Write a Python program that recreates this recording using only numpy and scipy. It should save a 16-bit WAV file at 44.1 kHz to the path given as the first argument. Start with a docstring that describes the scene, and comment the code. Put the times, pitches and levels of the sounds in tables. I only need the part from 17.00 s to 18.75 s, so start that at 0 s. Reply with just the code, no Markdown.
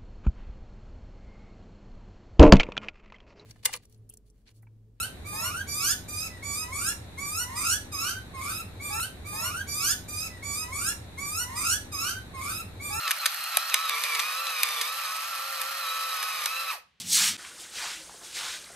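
"""A short straw broom scrubs a wet concrete yard while a hose runs: close by, then from across the yard.
Each stroke is a dense crackle of straw tips that reaches lower in pitch as the bundle is pressed flat.
Water fizzes on the slab throughout. A low hum is heard only close by; the distant position adds
ringing bubbles, splats and one faint falling tone."""
import sys
import numpy as np
from scipy import signal
from scipy.fft import rfft, irfft
from scipy.io import wavfile
from scipy.ndimage import uniform_filter1d

SR = 44100
rng = np.random.default_rng(int(sys.argv[2]) if len(sys.argv) > 2 else 0)


def unload_audio(sound):
    """Save the sound as a 16-bit wav file, at the path given as the first command line argument."""
    columns = np.transpose(np.atleast_2d(sound))
    # keep every value between -1 and 1, then stretch to whole-number steps
    steps = np.round(np.clip(columns, -1, 1) * 32767)
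    wavfile.write(sys.argv[1], SR, steps.astype(np.int16))


N = 77175
T = np.arange(N) / SR


def amp(db):
    """Decibels to gain."""
    return 10 ** (np.asarray(db) / 20)


def unit(x):
    """Scales to rms 1."""
    return x / np.sqrt(np.mean(x ** 2) + 1e-20)


def bell(x, sigma):
    """Gaussian with peak 1 at x = 0."""
    return np.exp(-.5 * (x / sigma) ** 2)


def read(points, hz):
    """Interpolates a table on a log-frequency axis."""
    f, value = np.transpose(points)
    return np.interp(np.log(hz + 1), np.log(f + 1), value)


def colour(x, gain):
    """Filters x by gain(hz)."""
    return irfft(rfft(x) * gain(np.fft.rfftfreq(len(x), 1 / SR)), len(x))


def clicks(per_s, spread_db=2.5):
    """Random clicks of uneven size and either sign."""
    hits = rng.random(N) < per_s / SR
    sizes = amp(spread_db * np.minimum(rng.exponential(1, N), 4))
    return hits * sizes * rng.choice([-1., 1.], N)


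def crackle(gain, snap_share, patchy_db):
    """Tiny snaps over hiss, in shifting patches, through a moving filter gain(hz, s)."""
    snaps = np.sqrt(snap_share) * unit(clicks(per_s=5000))
    hiss = np.sqrt(1 - snap_share) * rng.standard_normal(N)
    hz, t, z = signal.stft(snaps + hiss, SR, nperseg=512, noverlap=384)
    patches = uniform_filter1d(rng.standard_normal(z.shape), size=9, axis=0)
    patches = unit(uniform_filter1d(patches, size=4, axis=1))
    shaped = z * amp(patchy_db * patches) * gain(hz[:, None], t)
    return signal.istft(shaped, SR, nperseg=512, noverlap=384)[1][:N]


def broom(strokes, straw, tip_rise_oct, spring_s, leak_db):
    """Straw tips bite and scrape the slab; the flatter the bundle lies, the lower the scrape reaches."""
    # strokes: (full contact [s], 20 dB attack [s], hold [s], 20 dB release [s], level [dB],
    #   sag over hold [dB], time to lie flat [s], low edge when flat [Hz], bite at bite_hz [dB])
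    # straw: (frequency [Hz], relative density [dB])
    flex_s, edge_db_per_oct = 0.067, 19.5
    bite_hz, bite_after_s, bite_s = 7100, 0.023, 0.029
    straw_rms = np.sqrt(np.mean(amp(read(straw, np.linspace(0, SR / 2, 256))) ** 2))
    out = np.zeros(N)
    for contact_s, attack_s, hold_s, release_s, db, sag_db, flat_s, edge_hz, bite_db in strokes:
        def bundle(hz, t):
            age = t - contact_s
            # The bundle straightens more slowly than it bends.
            flatness = np.exp(-((age - flat_s) / np.where(age < flat_s, flex_s, spring_s)) ** 2)
            below_edge_oct = np.log2(edge_hz / (hz + 1)) + tip_rise_oct * (1 - flatness)
            low_cut = np.sqrt(1 / (1 + amp(edge_db_per_oct * below_edge_oct) ** 2) + amp(leak_db) ** 2)
            bite = np.exp(-((age - bite_after_s) / bite_s) ** 2)
            treble_shelf = 2 * hz ** 2 / (hz ** 2 + bite_hz ** 2)
            return amp(read(straw, hz) + bite_db * bite * treble_shelf) / straw_rms * low_cut
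        attack_db = 20 * np.maximum(contact_s - T, 0) / attack_s
        release_db = 20 * np.maximum(T - contact_s - hold_s, 0) / release_s
        level_db = db - attack_db - release_db - sag_db * np.clip((T - contact_s) / hold_s, 0, 1)
        out += amp(level_db) * crackle(bundle, snap_share=0.48, patchy_db=1.69)
    return out


def yard(x, wet_db, echoes=()):
    """First reflections from slab and walls, then a short open-air tail."""
    # Tail decay: (frequency [Hz], T60 [s])
    t60 = [(200, 0.26), (2000, 0.49), (12000, 0.2)]
    build_s = 0.013
    hz, t, z = signal.stft(rng.standard_normal(16384), SR, nperseg=256)
    decay = amp(-60 * t / read(t60, hz)[:, None])
    tail = signal.istft(z * decay * np.minimum(t / build_s, 1), SR, nperseg=256)[1]
    response = amp(wet_db) * tail / np.linalg.norm(tail)
    response[0] += 1
    for delay_s, gain in echoes:
        response[round(delay_s * SR)] += gain
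    return signal.fftconvolve(x, response / np.linalg.norm(response))[:N]


def hose_wash(spectrum, db):
    """Fizz of hose water on concrete over the low outdoor background."""
    fizz = crackle(lambda hz, t: 1, snap_share=0.37, patchy_db=2)
    return amp(db) * unit(colour(fizz, lambda hz: amp(read(spectrum, hz))))


def hum():
    """A low, rough but even hum near the wall: noise in a few narrow resonances."""
    # Resonances: (centre [Hz], sigma [Hz], level before evening out [dB])
    resonances = [(95, 11, -68.5), (176.7, 12, -56), (211, 15, -58.5), (290, 16, -66)]
    steadiness = .8  # 0 = restless, 1 = even
    x = np.zeros(N)
    for centre_hz, sigma_hz, db in resonances:
        x += amp(db) * unit(colour(rng.standard_normal(N), lambda hz: bell(hz - centre_hz, sigma_hz)))
    swell = np.sqrt(abs(uniform_filter1d(x ** 2, size=900)) / np.mean(x ** 2))
    return x / (swell + 1e-6) ** steadiness


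def bubbles(per_s=300, decay_cycles=4, db=-61):
    """Small bubbles in the running water, each ringing for a few cycles."""
    t, out = np.arange(1500) / SR, np.zeros(N)
    pitches_hz = np.geomspace(458.4, 2566, 24)
    for hz in pitches_hz:
        envelope = np.exp(-hz * t / decay_cycles) * (1 - np.exp(-hz * t))
        ring = np.sin(2 * np.pi * hz * t) * envelope
        out += signal.oaconvolve(clicks(per_s / len(pitches_hz)), ring)[:N]
    return amp(db) * unit(out)


def splats(rise_s=0.00048):
    """Larger slaps of water: short noise bursts round one pitch."""
    # Water slaps: (time [s], level [dB], pitch [Hz], sigma [oct], decay [s])
    slaps = [(0.392, -43, 1500, 0.25, 0.0066), (0.447, -39, 1750, 1, 0.0088),
             (0.515, -46, 1370, 0.14, 0.0054), (1.094, -43.5, 780, 0.41, 0.006),
             (1.144, -48.5, 569, .25, 0.0044), (1.159, -50.5, 3660, 0.29, 0.0034),
             (1.213, -49, 910, .4, 0.011), (1.642, -41.5, 4030, 0.2, 0.0036),
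             (1.662, -48.5, 2200, 0.12, .006), (1.69, -47.5, 1490, 0.7, 0.0087),
             (1.701, -46.5, 566, 0.27, 0.0077)]
    t, out = np.arange(4096) / SR, np.zeros(N)
    for start_s, db, pitch_hz, sigma_oct, decay_s in slaps:
        noise = rng.standard_normal(len(t))
        band = colour(noise, lambda hz: bell(np.log2((hz + 1) / pitch_hz), sigma_oct))
        envelope = (1 - np.exp(-t / rise_s)) * np.exp(-t / decay_s)
        envelope /= envelope.max()
        burst = band * envelope
        burst *= np.linalg.norm(envelope) / np.linalg.norm(burst)
        slot = out[round(start_s * SR):][:len(t)]
        slot += amp(db) * burst[:len(slot)]
    return out


def faint_tone(peak_s=1.0, sigma_s=.035, pitch_hz=322, glide_hz_per_s=-250, db=-57.5):
    """A faint low tone that swells, sinks a little and fades."""
    hz = pitch_hz + glide_hz_per_s * (T - peak_s)
    tone = np.sin(2 * np.pi * np.cumsum(hz) / SR)
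    return amp(db) * unit(tone) * bell(T - peak_s, sigma_s)


def close_by():
    """Broom, hose and hum from the close position."""
    # Two strokes and their straw spectrum; columns as in broom()
    strokes = [ (0.002, .06, 0.014, .028, -35.5, 1, 0.004, 2900, 0),
               (0.132, .076, 0.154, .055, -21.2, 2.6, 0.074, 1160, 2)]
    straw = [(100, -13), (1000, -4.5), (2000, -3), (3000, -2.5), (4000, 0.5), (6000, 0.5), (8700, -1.5),
             (10000, -6), (12500, -10.5), (16000, -19)]
    # Slab and wall reflections: (delay [s], gain [re direct])
    echoes = [(.0009, 0.089), (.0024, .13), (.0056, 0.095), (.0093, 0.084)]
    # Water and background: (frequency [Hz], relative density [dB])
    wash_spectrum = [(20, -35), (50, -20), (95, 2.5), (130, -8.5), (190, 5), (280, -3), (400, -10.5),
                     (700, -13), (1600, -9.5), (3600, 0), (8000, -41), (16000, -32)]
    scrub = broom(strokes, straw, tip_rise_oct=1.9, spring_s=0.24, leak_db=-20.5)
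    return yard(scrub, wet_db=-11.5, echoes=echoes) + hose_wash(wash_spectrum, db=-46) + hum()


def across_yard():
    """Broom, hose, plops and the faint tone from the distant position."""
    # Pushes and light returns, and their straw spectrum; columns as in broom()
    strokes = [ (0.388, .04, 0.074, 0.2, -45.5, 0, 0.012, 790, -2),
               (0.593, .06, 0.052, .1, -44.5, 1, 0.07, 1600, 4.5),
               (0.766, 0.07, 0.15, 0.19, -34, 1.5, 0.078, 850, 0),
               (1.237, .045, 0.035, 0.7, -44.5, 2, 0.03, 2400, 4),
               (1.362, 0.07, 0.18, 0.13, -33.5, 2.5, 0.071, 830, 2)]
    straw = [(100, -8.5), (900, 1), (1700, 0.5), (2400, -1), (3800, 0), (6000, -3), (8700, -6),
             (10000, -11.5), (12500, -17), (16000, -29)]
    # Slab and wall reflections: (delay [s], gain [re direct])
    echoes = [(.0013, 0.05), (.0041, 0.1), (0.0124, .25), (.019, 0.15)]
    # Water and background: (frequency [Hz], relative density [dB])
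    wash_spectrum = [(20, -36), (35, -10), (52, 4.5), (80, 1.5), (130, -3.5), (185, 1.5), (260, -3),
                     (330, 4), (700, -10), (1500, 3), (2400, -4.5), (3800, -2), (5000, -2), (6300, 1),
                     (8700, 2), (10500, -4), (12500, -12.5), (16000, -22)]
    scrub = broom(strokes, straw, tip_rise_oct=1.65, spring_s=0.12, leak_db=-16)
    scrub = yard(scrub, wet_db=-16.5, echoes=echoes)
    fizz = hose_wash(wash_spectrum, db=-49)
    plops = yard(bubbles() + splats(), wet_db=-7)
    return scrub + fizz + plops + faint_tone()


def scene():
    """The close position gives way abruptly to the distant one, with a brief dip; both are mono."""
    move_s, fade_out_s, gap_s, fade_in_s = .3695, 0.0013, 0.0018, 0.011
    near_gain = np.clip((move_s - T) / fade_out_s, 0, 1)
    far_gain = (T > move_s) * np.clip((T - move_s - gap_s) / fade_in_s, .12, 1)
    mono = close_by() * near_gain + across_yard() * far_gain
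    return np.array([mono, mono])


def record(dry, cutoff_hz=15750):
    """Steep low-pass band limit."""
    lowpass = signal.firwin(1023, cutoff_hz, window=("kaiser", 9), fs=SR)
    return signal.oaconvolve(dry, lowpass[None], "same")


dry = scene()
out = record(dry)
unload_audio(out)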